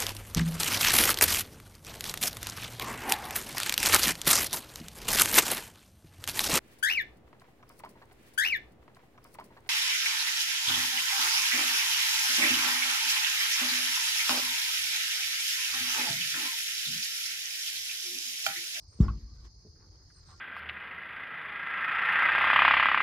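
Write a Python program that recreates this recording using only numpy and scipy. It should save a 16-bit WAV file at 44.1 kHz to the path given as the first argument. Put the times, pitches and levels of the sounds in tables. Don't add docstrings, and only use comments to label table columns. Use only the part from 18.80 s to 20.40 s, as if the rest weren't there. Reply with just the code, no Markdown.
import sys
import numpy as np
from scipy import signal
from scipy.io import wavfile

SR = 44100
rng = np.random.default_rng(int(sys.argv[2]) if len(sys.argv) > 2 else 0)


def field_ratio(decibels):
    return 10 ** (np.asarray(decibels, dtype=float) / 20)


def wrap_up_sound(samples):
    columns = np.atleast_2d(samples).T
    tamed = np.clip(columns, -1, 1)
    steps = np.round(tamed * 32767).astype(np.int16)
    wavfile.write(sys.argv[1], SR, steps)


N = 70560
T = np.arange(N) / SR
THUMP_S = .201
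MIC_LOW_HZ = 39


def rms_one(x):
    return x / np.sqrt(np.mean(x ** 2) + 1e-20)


def at_hz(points, hz):
    pitches, values = np.array(points)[:, 0], np.array(points)[:, 1]
    return np.interp(np.log(hz), np.log(pitches), values)


def low_pass(x, hz, order=2):
    return signal.sosfilt(signal.butter(order, hz, fs=SR, output="sos"), x)


def high_pass(x, hz, order=2):
    return signal.sosfilt(signal.butter(order, hz, "high", fs=SR, output="sos"), x)


def band_pass(x, edges, order=2):
    return signal.sosfilt(signal.butter(order, edges, "band", fs=SR, output="sos"), x)


def drift(rate):
    r = np.exp(-80 * np.pi * rate / SR)
    noise = rng.standard_normal(N // 40 + 2002)
    slow = signal.lfilter([1], [1, -2 * r, r * r], noise)[2000:]
    return np.interp(np.arange(N) / 40, np.arange(len(slow)), rms_one(slow))


def ring(clicks, hz, t60):
    r, w = field_ratio(-60 / (t60 * SR)), 2 * np.pi * hz / SR
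    return signal.lfilter([0, np.sin(w)], [1, -2 * r * np.cos(w), r * r], clicks + 1e-18)


def tone(hz, wobble=0):
    return np.sin(2 * np.pi * hz * T + wobble)


def pan(left_db):
    return field_ratio(np.array([[left_db / 2], [-left_db / 2]]))


def swell(start, rise, t60):
    t = np.maximum(T - start, 0)
    return (1 - np.exp(-t / rise)) ** 2 * field_ratio(-60 * t / t60)


def hump(start, length):
    return np.sin(np.pi * np.clip((T - start) / length, 0, 1) ** 0.56) ** 2


def bands(spectrum, patchy_db, shape=lambda hz: 1, per_octave=3):
    # (pitch [Hz], likeness [-1 to 1])
    likeness = [(60, 0.96), (180, 0.97), (550, 0.31), (1650, -0.15), (4970, 0.077), (15000, -0.27)]
    low, high = spectrum[0][0], spectrum[-1][0]
    edges = np.geomspace(low, high, int(per_octave * np.log2(high / low)) + 3)
    white = rng.standard_normal((2, 2, N + 4096))
    out, power = 0, 0
    for k, (a, b) in enumerate(zip(edges, edges[1:])):
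        mid, side = band_pass(white[k % 2], [a, b])[:, 4096:]
        hz = np.sqrt(a * b)
        alike = np.clip(at_hz(likeness, hz), -1, 1)
        power += field_ratio(2 * at_hz(spectrum, hz)) * (b - a) * 4 / SR
        gain = field_ratio(at_hz(spectrum, hz) + patchy_db * drift(6.6)) * shape(hz)
        out = out + gain * (np.sqrt(1 + alike) * mid + np.sqrt(1 - alike) * side * [[1], [-1]])
    return out / np.sqrt(power)


def frame_freedom():
    # (time [s], level [dB])
    frame_free = [
        (.2, -0.5),
        (.385, -1),
        (.41, -21.5),
        (.428, -1.5),
        (.5, -6.5),
        (.56, -3.5),
        (.675, -0.5),
        (.7, -12),
        (.8, -14),
    ]
    return field_ratio(np.interp(T, *np.transpose(frame_free)))


def ground_wave():
    start_hz, end_hz, sink_s = 200, 54, .0051
    dip_s, rise_s = .2032, .0045
    t = T - dip_s
    turns = end_hz * t + (start_hz - end_hz) * sink_s * np.tanh(t / sink_s)
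    fade = swell(THUMP_S, rise_s, .037) + field_ratio(-27) * swell(THUMP_S, 2 * rise_s, .4)
    return -field_ratio(6.5) * low_pass(fade * np.cos(2 * np.pi * turns), 450)


def log_and_frame(free):
    # (pitch [Hz], level [dB], t60 [s])
    log_tones = [(55.81, -39.5, 1.03), (64.7, -60, 0.24), (85.7, -34, 0.17), (123, -66, 0.35),
                 (206.2, -26, 0.27), (218.6, -38.5, 0.77), (254, -51.5, 0.75), (286.4, -39.5, 0.46),
                 (340.9, -37, 0.38), (422.6, -37, 0.27), (577, -49.5, 0.16)]
    # (time [s], push on frame [dB], push on timber [dB])
    bounces = [(.19, -22.5, -16.5), (.21, -26, -2), (0.226, -2.5, -13), (0.263, 7.5, -16),
               (.297, -16, -19.5), (0.333, -9.5, -23.5), (0.428, -11, -37.5), (.482, -15, -37),
               (0.519, -5.5, -35.5), (.592, -20, -48), (0.625, -15, -41)]
    frame_top_hz = 150
    frame_push, timber_push = np.zeros(N), np.zeros(N)
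    for s, frame_db, timber_db in bounces:
        frame_push[int(s * SR)] = field_ratio(frame_db)
        timber_push[int(s * SR)] = field_ratio(timber_db)
    body = 0
    for hz, db, t60 in log_tones:
        if hz > frame_top_hz:
            body = body + field_ratio(db) * ring(timber_push, hz, t60)
        else:
            body = body + field_ratio(db) * ring(frame_push, hz, t60) * free
    return signal.lfilter([.05], [1, -.95], body)


def shudder(free):
    # (pitch [Hz], level per Hz [dB])
    shudder_color = [(21, -34), (42, 0.5), (99, -0.5), (291, -17.5), (583, -34), (981, -29.5),
                     (1100, -25.5), (1750, -46.5), (3500, -48), (4550, -91.5), (7700, -120)]
    # (pitch [Hz], t60 [s])
    shudder_t60 = [(50, 1), (120, 0.47), (300, 0.33), (1000, 0.42), (3000, 0.48)]
    shake = bands(shudder_color, 5.24, lambda hz: swell(THUMP_S, 0.0023 + 0.28 / hz, at_hz(shudder_t60, hz)))
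    return high_pass(field_ratio(-27) * shake * free, MIC_LOW_HZ)


def thump():
    free = frame_freedom()
    return ground_wave() + log_and_frame(free) + shudder(free)


def rails():
    # (pitch [Hz], level [dB], t60 [s])
    rail_tones = [(777, -16, .04), (950, -18.5, 0.025), (1090, -8.5, 0.046), (1166, -16.5, 0.18),
                  (1280, -7, 0.016), (1403, -22.5, 0.068), (1573, -20.5, 0.11), (2010, -19, 0.034),
                  (2310, -25, 0.028), (2950, -17.5, 0.032), (3320, -14.5, 0.013)]
    # (time [s], level [dB], chatter length [s], hardness [Hz])
    clanks = [
        (0.199, -52, .012, 6000),
        (0.223, -56.5, .012, 6000),
        (0.237, -55.5, .02, 9400),
        (0.268, -57.5, .008, 1500),
        (0.281, -44.5, .004, 4330),
        (0.295, -51, .01, 1500),
        (0.313, -63, .02, 1200),
        (0.446, -77, .24, 2500),
        (1.484, -60, 0.061, 2500),
    ]
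    touch = rng.random(N) < 1100 / SR
    out = 0
    for hz, db, t60 in rail_tones:
        clicks = 0
        for s, hit_db, length, hard_hz in clanks:
            chatter = touch * (T > s) * (T < s + length)
            first = np.arange(N) == int(s * SR)
            clicks = clicks + field_ratio(hit_db) / (1 + (hz / hard_hz) ** 2) * (chatter + first)
        struck = clicks * rng.standard_normal(N)
        out = out + field_ratio(db) * ring(struck, hz, t60) * pan(rng.normal(0, 5.6))
    return out


def clamp():
    hz = 1105
    fade = 10 * field_ratio(-33.5) * swell(.28, .01, .035)
    return fade * (tone(hz) + 0.27 * tone(1.3 * hz)) * pan(-0.54)


def pings():
    # (time [s], pitch [Hz], level [dB], t60 [s])
    ping_list = [(0.205, 3700, -50.5, 0.042), (.2285, 5560, -47, 0.04), (0.232, 1330, -47.5, 0.048),
                 (0.243, 1408, -48, 0.067), (0.296, 1283, -45.5, 0.05), (.236, 5150, -46, 0.03),
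                 (0.2453, 5100, -48, 0.046), (0.2817, 2580, -54, 0.056), (.473, 1150, -71, 0.15),
                 (0.49, 1170, -83, 0.064), (0.514, 1200, -65, 0.067), (0.559, 2000, -69, 0.043),
                 (.579, 1500, -69, 0.1), (.61, 1110, -71, 0.18), (.657, 1060, -71, 0.1),
                 (1.5, 1180, -60, 0.17), (1.512, 1100, -65, 0.1), (1.527, 1390, -63, 0.18)]
    out = 0
    for s, hz, db, t60 in ping_list:
        out = out + field_ratio(db + 4) * swell(s, 0.0036, t60) * tone(hz) * pan(rng.normal(-0.66, 3))
    return out


def cracks():
    # (time [s], level [dB], top pitch [Hz])
    crack_list = [(.2035, -55, 6000), (0.2055, -62.5, 11900), (.2195, -69, 13000), (.2275, -67, 14000),
                  (.241, -71, 9950), (0.255, -77, 9300), (0.277, -59, 7000), (0.286, -56, 4500),
                  (.296, -54.5, 4500), (.332, -67.5, 3500), (1.303, -67, 3100), (1.515, -63, 3500)]
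    snap = rng.standard_normal(N) + 0.32 * rng.standard_normal((2, N))
    out = 0
    for s, db, top_hz in crack_list:
        out = out + field_ratio(db) * swell(s, 0.00065, 0.038) * band_pass(snap, [1500, top_hz])
    return out


def grit():
    # (pitch [Hz], level per Hz [dB])
    grit_color = [(2500, -35), (4560, 8.5), (5400, 4), (7500, -2), (10000, -9.5), (13600, -28),
                  (15000, -18), (15500, -3), (17000, 6)]
    grains = field_ratio(-42.5 + 2 * drift(150))
    return grains * pan(2) * swell(0.192, 0.022, 0.15) * bands(grit_color, 3.7)


def knock():
    # (time [s], level [dB])
    knocks = [
        (0.85, -53.5),
        (.866, -51.5),
        (0.877, -67),
    ]
    # (pitch [Hz], level [dB], t60 [s])
    plank_tones = [(223, 1.5, 0.099), (344, -6, 0.13), (411.3, 3.5, 0.14), (578, -11.5, 0.088)]
    blows = np.zeros(N)
    for s, db in knocks:
        blows[int(s * SR)] = field_ratio(db)
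    plank = sum(field_ratio(db) * ring(blows, hz, t60) for hz, db, t60 in plank_tones)
    return signal.lfilter([.06], [1, -.94], plank)


def scuffs():
    # (time [s], length [s], level [dB], centre pitch [Hz])
    scuff_list = [
        (0.58, 0.12, -84, 1080),
        (0.857, 0.045, -64, 400),
        (0.949, 0.11, -74, 1470),
        (0.995, 0.12, -72, 1170),
        (1.181, 0.096, -74, 1290),
        (1.298, 0.033, -68.5, 1500),
        (0.905, 0.48, -69.5, 366),
        (1.344, 0.092, -71.5, 1320),
        (1.467, 0.11, -69, 1160),
    ]
    octaves = 0.69
    near = rng.standard_normal(N)
    rub = (1.3 * near + 0.79 * rng.standard_normal((2, N))) * field_ratio(2 * drift(77))
    dust = rms_one(band_pass(rub, [1500, 9000], 1))
    out = 0
    for s, length, db, hz in scuff_list:
        edges = hz * 2 ** (np.array([-.5, .5]) * octaves)
        body = rms_one(band_pass(rub, edges))
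        out = out + field_ratio(db) * hump(s, length) * (body + field_ratio(-30.5) * dust)
    return out


def rustle():
    # (time [s], level [dB])
    movement = [(0.0, -86), (0.186, -73), (0.328, -73), (0.41, -74), (0.52, -77.5), (0.6, -73.5),
                (0.665, -69.5), (0.7, -81.5), (0.9, -82), (1.381, -78), (1.518, -70.5), (1.6, -73.5)]
    # (pitch [Hz], level per Hz [dB])
    rustle_color = [(300, 1), (600, -8.5), (1150, -8), (1600, -6), (2500, -14), (3100, -21), (3900, -9),
                    (6500, -12), (8000, -26), (9500, -27.5), (16300, -36.5)]
    s, db = np.transpose(movement)
    return field_ratio(np.interp(T, s, db) + 4 + 2.2 * drift(28)) * bands(rustle_color, 3.5)


def triller():
    pulses_per_s, start_s = 55.2, .0057
    strokes = np.maximum(np.sin(2 * np.pi * pulses_per_s * (T - start_s)) + 0.26, 0)
    return strokes * field_ratio(-71 + 0.74 * drift(1)) * tone(4312, 0.75 * drift(33)) * pan(5.1)


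def chirper():
    # (time [s], level [dB])
    chirps = [
        (.474, -67),
        (1.346, -63),
        (1.4745, -64),
    ]
    pulse_s = 0.0208
    pulses = 0
    for s, db in chirps:
        for k in range(4):
            pulses = pulses + field_ratio(db) * hump(s + k * pulse_s, .8 * pulse_s)
    return pulses * tone(4180) * pan(0.79)


def katydid():
    start_s, gap_s, length_s = .036, .0852, .02
    ticks = sum(hump(start_s + k * gap_s, length_s) * field_ratio(-91 + rng.normal(0, 1.1)) for k in range(19))
    return ticks * tone(11400, 0.91 * drift(60)) * pan(8)


def bird():
    # (time [s], pitch [Hz], level [dB])
    whistles = [
        [(0.0, 8400, -71), (0.028, 8282, -72), (0.05, 8200, -85)],
        [(0.07, 8440, -80.5), (0.134, 8640, -65.5), (0.2, 8400, -74)],
        [(0.775, 7830, -107), (0.789, 8200, -85), (0.85, 8000, -101)],
        [(1.28, 9170, -90), (1.35, 8619, -69), (1.41, 8400, -73.5)],
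        [(1.44, 8400, -82), (1.488, 8480, -67), (1.6, 8400, -88)],
    ]
    out = 0
    for rows in whistles:
        s, hz, db = np.transpose(rows)
        edge = np.clip(np.minimum(T - s[0] + .001, s[-1] - T) / .012, 0, 1)
        turns = np.cumsum(np.interp(T, s, hz) + 45 * drift(90)) / SR
        level = field_ratio(np.interp(T, s, db) - 3.5 + 4 * drift(75))
        out = out + edge * level * np.sin(2 * np.pi * turns)
    return out * pan(-10)


def chorus():
    # (pitch [Hz], level per Hz [dB])
    chorus_color = [(3400, -62), (3600, -47), (3870, -22), (4180, -13), (4350, 11), (4580, -0.5),
                    (4900, 11.5), (5250, 1.5), (5700, 0.5), (6340, 3), (6900, -6.5), (7600, -40)]
    wing_t60_s = .016
    out = 0
    for hz in np.geomspace(4400, 7000, 60):
        hz = hz * rng.uniform(.99, 1.01)
        rate, start, left_db = rng.uniform(40, 80), rng.random(), rng.normal(0, 8)
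        strength = np.abs(1 + 0.78 * rng.standard_normal(N))
        clicks = np.diff(np.floor(rate * T + start), prepend=0) * strength
        song = rms_one(ring(ring(clicks, hz, wing_t60_s), hz, wing_t60_s))
        level = np.sqrt(hz) * field_ratio(at_hz(chorus_color, hz) + 0.88 * drift(27))
        out = out + song * level * pan(left_db) * rng.choice([-1, 1], (2, 1))
    blur = field_ratio(-3) * bands(chorus_color, 0.6, per_octave=9)
    return low_pass(field_ratio(-63) * (0.7 * rms_one(out) + blur) * pan(-2.2), 6530, 8)


def yard():
    # (pitch [Hz], level per Hz [dB])
    air_color = [(15, -29), (25, 6.5), (91, 1.5), (150, -5.5), (172, -21), (415, -19.5), (469, -25),
                 (515, -34), (1000, -23.5), (1300, -73), (2200, -120)]
    # (pitch [Hz], level per Hz [dB])
    hiss_color = [(7600, -36.5), (8400, -20), (9300, 3), (10300, -3), (11500, -23), (14500, -2), (16300, 1)]
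    air = field_ratio(-56.5) * bands(air_color, 4.2)
    hiss = field_ratio(-87.5) * bands(hiss_color, 1.4) * pan(1.4)
    return high_pass(air + hiss, MIC_LOW_HZ)


def scene():
    mill = thump() * pan(0.84) + rails() + clamp() + pings() + cracks() + grit()
    worker = knock() + scuffs() + rustle()
    animals = triller() + chirper() + katydid() + bird() + chorus()
    return mill + worker + animals + yard()


def roll_off(x):
    return signal.sosfilt(signal.butter(12, 15960, fs=SR, output="sos"), x)


def record(dry):
    cut = signal.sosfilt(signal.cheby2(14, 50, 16050, fs=SR, output="sos"), dry)
    mix = high_pass(cut, 36, 3)
    return roll_off(mix)


dry = scene()
out = record(dry)
wrap_up_sound(out)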